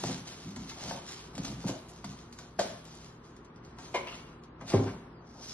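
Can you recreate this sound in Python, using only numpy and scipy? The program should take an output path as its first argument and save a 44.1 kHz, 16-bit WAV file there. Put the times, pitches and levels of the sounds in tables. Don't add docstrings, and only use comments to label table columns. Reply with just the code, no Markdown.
import sys
import numpy as np
from scipy import signal
from scipy.fft import rfft, irfft
from scipy.io import wavfile
from scipy.ndimage import uniform_filter1d

SR = 44100
rng = np.random.default_rng(int(sys.argv[2]) if len(sys.argv) > 2 else 0)


def gain_from_db(level_db):
    decades = np.asarray(level_db, float) / 20
    return 10 ** decades


def unload_audio(sound):
    columns = np.transpose(np.atleast_2d(sound))
    steps = np.round(np.clip(columns, -1, 1) * 32767)
    wavfile.write(sys.argv[1], SR, steps.astype(np.int16))


N = 243873
T = np.arange(N) / SR

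# (frequency [Hz], width [Hz], level [dB])
SHEET_MODES = [(60.2, 12, -22.5), (110.7, 22, -1.5), (123.5, 23, 4), (164, 24.2, 1.5), (199, 21.8, 0.5),
               (268.6, 38, -0.5), (376, 23, -13)]
# (frequency [Hz], density [dB per Hz])
CRACKLE_SPECTRUM = [(300, -34), (1200, 1), (2500, 4.5), (4500, 7.5), (7000, 7), (9000, 1), (11500, -0.5),
                    (13000, -39)]
# (start [s], hold [s], rumble level [dB])
ROLL_LANDINGS = [(.044, 0.069, -33.5), (.33, 0.029, -53), (.464, .02, -38.5), (0.572, 0.028, -39),
                 (0.856, 0.057, -41), (1.389, 0.012, -36), (1.519, 0.01, -37), (1.651, 0.027, -40.5),
                 (2.053, 0.012, -38.5), (2.598, 0.056, -43), (4.641, 0.0058, -45), (4.744, .01, -37),
                 (4.804, 0.01, -39), (4.881, 0.081, -45), (5.049, 0.067, -59.5)]


def noise(size=N):
    return rng.standard_normal(size)


def unit(x):
    return x / np.sqrt(np.mean(x ** 2))


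def curve(rows, k, off=None):
    rows = np.array(rows)
    return np.interp(T, rows[:, 0], rows[:, k], off, off)


def at_hz(points, size=N):
    hz, value = np.transpose(points)
    return np.interp(np.log(np.fft.rfftfreq(size, 1 / SR) + 1), np.log(hz), value)


def colour(x, points):
    return irfft(rfft(x) * gain_from_db(at_hz(points, len(x))), len(x))


def ring(x, modes):
    out = 0
    for k, (hz, width, db) in enumerate(modes):
        radius = np.exp(-np.pi * width / SR)
        angle = 2 * np.pi * hz / SR
        feedback = [1, -2 * radius * np.cos(angle), radius * radius]
        out = out + (-1) ** k * gain_from_db(db) * signal.lfilter([0, np.sin(angle)], feedback, x)
    return out


def clicks(per_s, scatter_db):
    chance = rng.random((3, N))
    happens = chance[0] < per_s / SR
    return happens * np.sign(chance[1] - .5) * gain_from_db(-scatter_db * np.log(chance[2] + 1e-4))


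def walk(per_s):
    k = int(SR / per_s)
    steps = np.repeat(noise(N // k + 1), k)
    return unit(uniform_filter1d(uniform_filter1d(steps, k), k)[:N])


def add(out, s, sound):
    i = int(s * SR)
    out[i:i + len(sound)] += sound[:N - i]


def effort(rows, slopes, axis=2):
    rise, fall = slopes
    power = 0
    for row in rows:
        start, hold = row[:2]
        db = row[axis] - rise * np.maximum(start - T, 0) - fall * np.maximum(T - start - hold, 0)
        power = power + gain_from_db(2 * db)
    return np.sqrt(power)


def bag():
    # (start [s], hold [s], crackle [dB], scrape [dB])
    tugs = [(0.0, 0.12, -38.5, -46), (.27, 0.053, -43, -53.5), (.4, 0.12, -51, -57),
            (.6, 0.055, -49.5, -56.5), (.69, 0.014, -43, -57), (.78, .05, -44.5, -48.5),
            (.85, .08, -41.5, -43), (1.07, 0.049, -42.5, -57), (1.18, 0.054, -51, -66),
            (1.35, 0.081, -52.5, -52), (1.45, 0.036, -42, -46.5), (1.6, 0.025, -47.5, -57),
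            (1.67, 0.027, -43, -42), (1.88, 0.12, -55, -60), (2.06, 0.13, -53, -57.5),
            (2.39, 0.015, -51, -52.5), (2.66, 0.082, -49.5, -50), (2.86, 0.13, -53, -58.5),
            (3.02, 0.017, -52, -66), (3.25, 0.027, -58, -75), (3.65, 0.0092, -60.5, -83),
            (3.8, 0.082, -50.5, -53.5), (3.98, 0.028, -48.5, -57), (4.09, 0.076, -49, -53.5),
            (4.62, 0.026, -63, -51), (4.68, .03, -41, -45.5), (4.72, .04, -43, -37),
            (4.86, 0.021, -51.5, -42.5), (5.18, 0.087, -77, -60.5), (5.36, 0.051, -81, -52)]
    # (swell [dB/s], decay [dB/s])
    tug_slopes = (560, 127)
    # (frequency [Hz], density [dB per Hz])
    scrape_spectrum = [(200, 8.5), (450, 15), (800, 18), (1400, 4), (2500, -21)]
    # (time [s], peak level [dB])
    snaps = [(0.0372, -23), (0.2773, -28), (0.5614, -29), (1.0804, -44), (1.3522, -32), (1.3794, -26.5),
             (1.4487, -25.5), (1.6822, -22), (1.8927, -42), (2.0443, -27.5), (2.3264, -34), (2.388, -32),
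             (2.593, -17), (2.8518, -37.5), (2.9514, -47), (3.365, -43.5), (3.448, -45), (3.56, -46.5),
             (3.6052, -79), (3.6477, -46), (3.7858, -34.5), (3.944, -57), (4.0718, -34.5), (4.4363, -43),
             (4.611, -40.5), (4.6731, -45), (5.446, -39)]
    flutter = gain_from_db(1.5 * np.array([walk(40.), walk(30.)]))
    folds = clicks(per_s=2200., scatter_db=2.3)
    crackle = unit(colour(folds, CRACKLE_SPECTRUM)) * gain_from_db(-2.5) * effort(tugs, tug_slopes)
    grains = clicks(per_s=700., scatter_db=1.5)
    scrape = unit(colour(grains, scrape_spectrum)) * gain_from_db(-3.5) * effort(tugs, tug_slopes, axis=3)
    out = crackle * flutter[0] + scrape * flutter[1]
    t = T[:2048]
    decay = np.exp(-t / 0.012) + 0.79 * np.exp(-t / 0.0013)
    for s, db in snaps:
        add(out, s, gain_from_db(db - 13.5) * unit(colour(noise(2048), CRACKLE_SPECTRUM)) * decay)
    return out


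def tumble():
    # (swell [dB/s], decay [dB/s])
    roll_slopes = (500, 166)
    bumps = unit(ring(clicks(per_s=220., scatter_db=1.5), SHEET_MODES))
    bumps = bumps / np.sqrt(0.13 + uniform_filter1d(bumps ** 2, size=1300))
    return bumps * effort(ROLL_LANDINGS, roll_slopes)


def counter():
    # (frequency [Hz], width [Hz], level [dB])
    worktop_modes = [(61, 3.1, -14), (117.3, 8.5, 2.5), (135, 37, -0.5)]
    force = np.zeros(N)
    for s, _, db in ROLL_LANDINGS:
        add(force, s, gain_from_db(db - 0.5) * np.hanning(132) / 66)
    return ring(force, worktop_modes)


def taps():
    # (time [s], peak level [dB], ring [Hz], T60 [s], thump relative level [dB])
    tap_events = [(0.037, -20, 598, 0.048, -15), (0.094, -35, 496, 0.17, 7), (0.564, -40.5, 943, 0.15, -14),
                  (0.714, -37.5, 1430, 0.071, -23), (0.909, -25, 853, 0.064, -8),
                  (1.379, -30.5, 760, 0.029, 6.5), (1.445, -37, 773, 0.045, -8),
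                  (1.489, -36, 790, 0.018, 8.5), (1.643, -23.5, 558, 0.022, 5.5),
                  (1.692, -22.5, 413, 0.073, -8), (2.042, -25.5, 1140, 0.025, -23),
                  (2.387, -40, 1390, 0.064, -13), (3.785, -42.5, 1144, 0.22, -14),
                  (4.072, -35.5, 765, 0.076, -18), (4.611, -36, 807, 0.094, -1),
                  (4.869, -42, 456, 0.09, -3)]
    out, blows = np.zeros(N), np.zeros(N)
    t = T[:8192]
    onset = 1 - np.exp(-t / 0.00054)
    for s, db, hz, t60, thump_db in tap_events:
        detune, phase = rng.random((2, 8, 1))
        octaves = np.linspace(-.6, 1.3, num=8)[:, None] + 0.23 * (detune - .5)
        ratio = 2 ** octaves
        decay = np.exp(-np.log(1000) * t * ratio / t60)
        tones = np.sin(2 * np.pi * (hz * ratio * t + phase)) * decay
        cluster = (tones / (ratio + 1 / ratio)).sum(0)
        add(out, s, gain_from_db(db - 5.0) * cluster * onset)
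        add(blows, s + .004, gain_from_db(db + thump_db - 14.0) * np.hanning(66) / 33)
    return out + gain_from_db(6.0) * ring(blows, SHEET_MODES)


def knock(hits, modes, contact_s, chatter_db, chatter_s, crack_db, crack_s, low_hz):
    force, crack = np.zeros(N), np.zeros(N)
    t = T[:4096]
    push = t / contact_s * np.exp(-t / contact_s) / (contact_s * SR)
    for s, db in hits:
        rattle = noise(4096) * np.exp(-t / chatter_s)
        chatter = gain_from_db(chatter_db) * np.convolve(rattle, push[:256])[:4096]
        add(force, s, gain_from_db(db) * (push + chatter))
        burst = unit(colour(noise(4096), CRACKLE_SPECTRUM)) * np.exp(-t / crack_s)
        add(crack, s, gain_from_db(db + crack_db) * burst)
    radiation = signal.butter(2, low_hz, "highpass", fs=SR, output="sos")
    return signal.sosfilt(radiation, gain_from_db(5.0) * ring(force, modes)) + crack


def lid_knock():
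    # (time [s], level [dB])
    lid_hits = [
        (2.589, -24.5),
        (2.5915, -15),
        (2.596, -19),
        (2.601, -31.5),
        (2.6115, -23),
    ]
    # (frequency [Hz], width [Hz], level [dB])
    lid_modes = [(556, 175, 0.5), (727, 410, 1.5), (1080, 225, -3.5), (1880, 570, -3), (4300, 120, -22),
                 (6070, 350, -11), (7060, 95, -27)]
    return knock(lid_hits, lid_modes, contact_s=0.00016, chatter_db=-18.0, chatter_s=0.0058,
                 crack_db=-22.5, crack_s=0.052, low_hz=256.0)


def jar_knock():
    # (time [s], level [dB])
    jar_hits = [
        (3.941, -36.5),
        (3.9435, -31),
        (3.9465, -26),
        (3.957, -29),
        (3.960, -31),
        (3.973, -37.5),
    ]
    # (frequency [Hz], width [Hz], level [dB])
    jar_modes = [(412, 80, -8), (617, 130, -4.5), (990, 105, -4), (1500, 440, -10), (2160, 230, -2),
                 (3000, 500, -2), (4200, 270, -7)]
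    return knock(jar_hits, jar_modes, contact_s=0.000052, chatter_db=-19.5, chatter_s=0.015,
                 crack_db=-12.5, crack_s=0.015, low_hz=200.0)


def pan_knock():
    # (time [s], level [dB])
    pan_hits = [
        (4.735, -17.5),
        (4.741, -13),
        (4.772, -26.5),
        (4.81, -25.5),
        (4.855, -28),
    ]
    # (frequency [Hz], width [Hz], level [dB])
    pan_modes = [(63, 31, -23.5), (101.4, 14, -10.5), (139, 58, -5.5), (262, 14.5, -8.5), (392, 31, -4),
                 (456, 60, -2.5), (633, 140, -2.5), (786, 14.4, -10), (1055, 62, -4), (2160, 160, -25)]
    return knock(pan_hits, pan_modes, contact_s=0.00036, chatter_db=-25.0, chatter_s=0.012,
                 crack_db=-30.5, crack_s=0.016, low_hz=63.0)


def rubs():
    # (start [s], length [s], frequency [Hz], width [Hz], level [dB])
    rub_events = [(0.081, .03, 1130, 119, -58), (0.9, 0.096, 760, 200, -53), (1.705, 0.087, 645, 35, -50.5),
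                  (4.064, 0.04, 2770, 480, -43.5), (4.105, 0.059, 2720, 710, -48.5),
                  (4.119, 0.037, 1390, 117, -53), (4.716, 0.073, 2000, 1500, -43.5),
                  (4.858, 0.056, 1700, 1500, -47), (4.601, 0.036, 1900, 1200, -53.5)]
    out, grit = np.zeros(N), noise()
    for s, length, hz, width, db in rub_events:
        size = int(length * SR)
        burst = unit(ring(grit[int(s * SR):][:size], [(hz, width, 0)]))
        add(out, s, gain_from_db(db) * burst * signal.windows.tukey(size, .4))
    return out


def foil():
    # (start [s], hold [s], level [dB])
    sweeps = [
        (5.31, 0.025, -61),
        (5.38, .03, -59.5),
        (5.44, 0.061, -45.5),
        (5.49, 0.044, -46.5),
    ]
    # (swell [dB/s], decay [dB/s])
    sweep_slopes = (250, 130)
    # (frequency [Hz], density [dB per Hz])
    hiss_spectrum = [(1200, -13), (2400, -11.5), (4000, -5.5), (5500, 2), (8000, -10), (11500, -11),
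                     (13000, -32)]
    creases = clicks(per_s=1700.0, scatter_db=3.0)
    return unit(colour(creases, hiss_spectrum)) * effort(sweeps, sweep_slopes)


def squeak():
    # (time [s], frequency [Hz], level [dB])
    glide = [
        (5.05, 5550, -84),
        (5.1, 5230, -76),
        (5.16, 4930, -71),
        (5.21, 4450, -72),
    ]
    hz = curve(glide, 1) * (1 + .004 * walk(60.))
    return gain_from_db(curve(glide, 2, -140)) * np.sin(2 * np.pi * np.cumsum(hz) / SR)


def room():
    # (frequency [Hz], T60 [s])
    room_t60 = [(100, 0.29), (500, 0.43), (2000, 0.61), (6000, 0.17), (12000, 0.7)]
    size = 32768
    t, tail = T[:size], 0
    for hz, t60 in room_t60:
        share = [(other, 0 if other == hz else -30) for other, _ in room_t60]
        tail = tail + colour(noise(size), share) * np.exp(-np.log(1000) * t / t60)
    build_up = (1 - np.exp(-t / 0.004)) * (1 + 0.5 * np.exp(-t / .02))
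    echoes = rfft(tail * build_up)
    flat = echoes / np.sqrt(uniform_filter1d(np.abs(echoes) ** 2, size=30))
    tail = irfft(flat, size)[:size * 3 // 4]
    return tail / np.sqrt(np.sum(tail ** 2))


def kitchen():
    # (frequency [Hz], density [dB per Hz])
    air_spectrum = [(25, -5), (60, 0.5), (350, 0.5), (615, -10), (1110, -6), (2400, -21.5), (7000, -37),
                    (11000, -41.5)]
    # (frequency [Hz], level [dB])
    fridge_hum = [(59.2, -63.5), (123.8, -62), (161.5, -60), (236.9, -63), (355.3, -66), (414.5, -70)]
    swell = gain_from_db(1.0 * walk(5.026))
    takes = [gain_from_db(-52.5) * unit(colour(noise(), air_spectrum)) * swell for _ in range(3)]
    for hz, db in fridge_hum:
        level = gain_from_db(db + 3.0 + 1.0 * walk(6.))
        takes[0] = takes[0] + level * np.sin(2 * np.pi * np.cumsum(hz + .5 * walk(3.)) / SR)
    return takes


def scene():
    # (frequency [Hz], share [0-1])
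    alike_share = [(330, .993), (450, .85), (600, .2), (1250, .5), (2500, .2), (4000, .05), (6000, .2),
                   (12000, .3)]
    # (frequency [Hz], left minus right [dB])
    left_gain = [(450, 0), (620, 4), (1300, 2), (2200, 0)]
    # (frequency [Hz], lead of the left port [rad])
    left_lead = [(1000, .05), (1600, .3), (2500, 1.6), (6000, 2.0), (12000, 2.2)]
    paths = [(room(), air) for air in kitchen()]
    handling = gain_from_db(-0.5) * bag() + gain_from_db(-2.5) * tumble() + counter() + taps() + rubs() + foil() + squeak()
    direct = handling + lid_knock() + jar_knock() + pan_knock()
    shared, left, right = (rfft(gain_from_db(-4.5) * signal.fftconvolve(direct, tail)[:N] + air)
                           for tail, air in paths)
    alike = at_hz(alike_share)
    both = gain_from_db(-1.0) * rfft(direct) + np.sqrt(alike) * shared
    own = np.sqrt(1 - alike)
    louder = gain_from_db(at_hz(left_gain) / 2)
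    lead = np.exp(.5j * at_hz(left_lead))
    return np.array([irfft(louder * (both * lead + own * left), N),
                     irfft((both / lead + own * right) / louder, N)])


def starve(x, top_hz, spread_hz, faint_db, from_hz, holes, coarse):
    hz, _, z = signal.stft(x, SR, "cosine", 2048, 1024)
    power = np.abs(z[1:]) ** 2
    band = uniform_filter1d(power, size=16, axis=0)[8::16]
    chance = uniform_filter1d(rng.standard_normal((2, *band.shape)), size=2, axis=2) * np.sqrt(2)
    faint = band < gain_from_db(2 * (faint_db + 3.0 * chance[0]))
    dropped = chance[1] > holes + (top_hz - hz[8::16, None]) / 3000
    lost = np.repeat(faint | dropped, 16, axis=0)
    strong = power > coarse * np.repeat(band, 16, axis=0)
    line_hz = hz[1:, None]
    below_top = line_hz < top_hz + spread_hz * chance[0, 0]
    z[1:] *= ((~lost & strong) | (line_hz < from_hz)) & below_top
    return signal.istft(z, SR, "cosine", 2048, 1024)[1][:N]


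def roll_off(x):
    return signal.sosfilt(signal.butter(12, 12990, fs=SR, output="sos"), x)


def record(dry):
    # (start [s], length [s], level [dB])
    bright = [(0.006, .04, -5.5), (0.526, 0.04, -5.5), (1.333, 0.03, -6), (1.668, 0.022, -4.5),
              (1.885, 0.034, 8), (2.04, 0.0093, 1.5), (2.311, 0.059, 1), (2.58, .012, 4),
              (2.842, 0.0205, 1.5), (2.951, 0.0046, 11), (3.363, .006, -6), (3.446, 0.0068, 0),
              (3.764, 0.034, -4), (3.915, 0.02, -2), (4.428, 0.0057, 4), (4.604, 0.0075, -2)]
    left, right = signal.sosfilt(signal.butter(2, 35., "highpass", fs=SR, output="sos"), dry)
    mid, side = (left + right) / 2, (left - right) / 2

    def band(low_hz, high_hz):
        return signal.sosfiltfilt(signal.butter(8, [low_hz, high_hz], "bandpass", fs=SR, output="sos"), mid)

    gate = sum(gain_from_db(db) * (T > s) * (T < s + length) for s, length, db in bright)
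    treble = gain_from_db(-6.0) * uniform_filter1d(gate, size=88) * band(6400, 12900)
    linger = sum(1. * (T > s + length) * (T < s + length + .027) for s, length, _ in bright if length > .011)
    edge = gain_from_db(-3.0) * uniform_filter1d(linger, size=88) * band(6400, 8100)
    mid = edge + treble + starve(mid, top_hz=6750., spread_hz=330., faint_db=-103.5, from_hz=2200.,
                                 holes=.9, coarse=.35)
    side = starve(side, top_hz=11800., spread_hz=350., faint_db=-104., from_hz=4500., holes=.7, coarse=.2)
    return roll_off(np.array([mid + side, mid - side]))


dry = scene()
out = record(dry)
unload_audio(out)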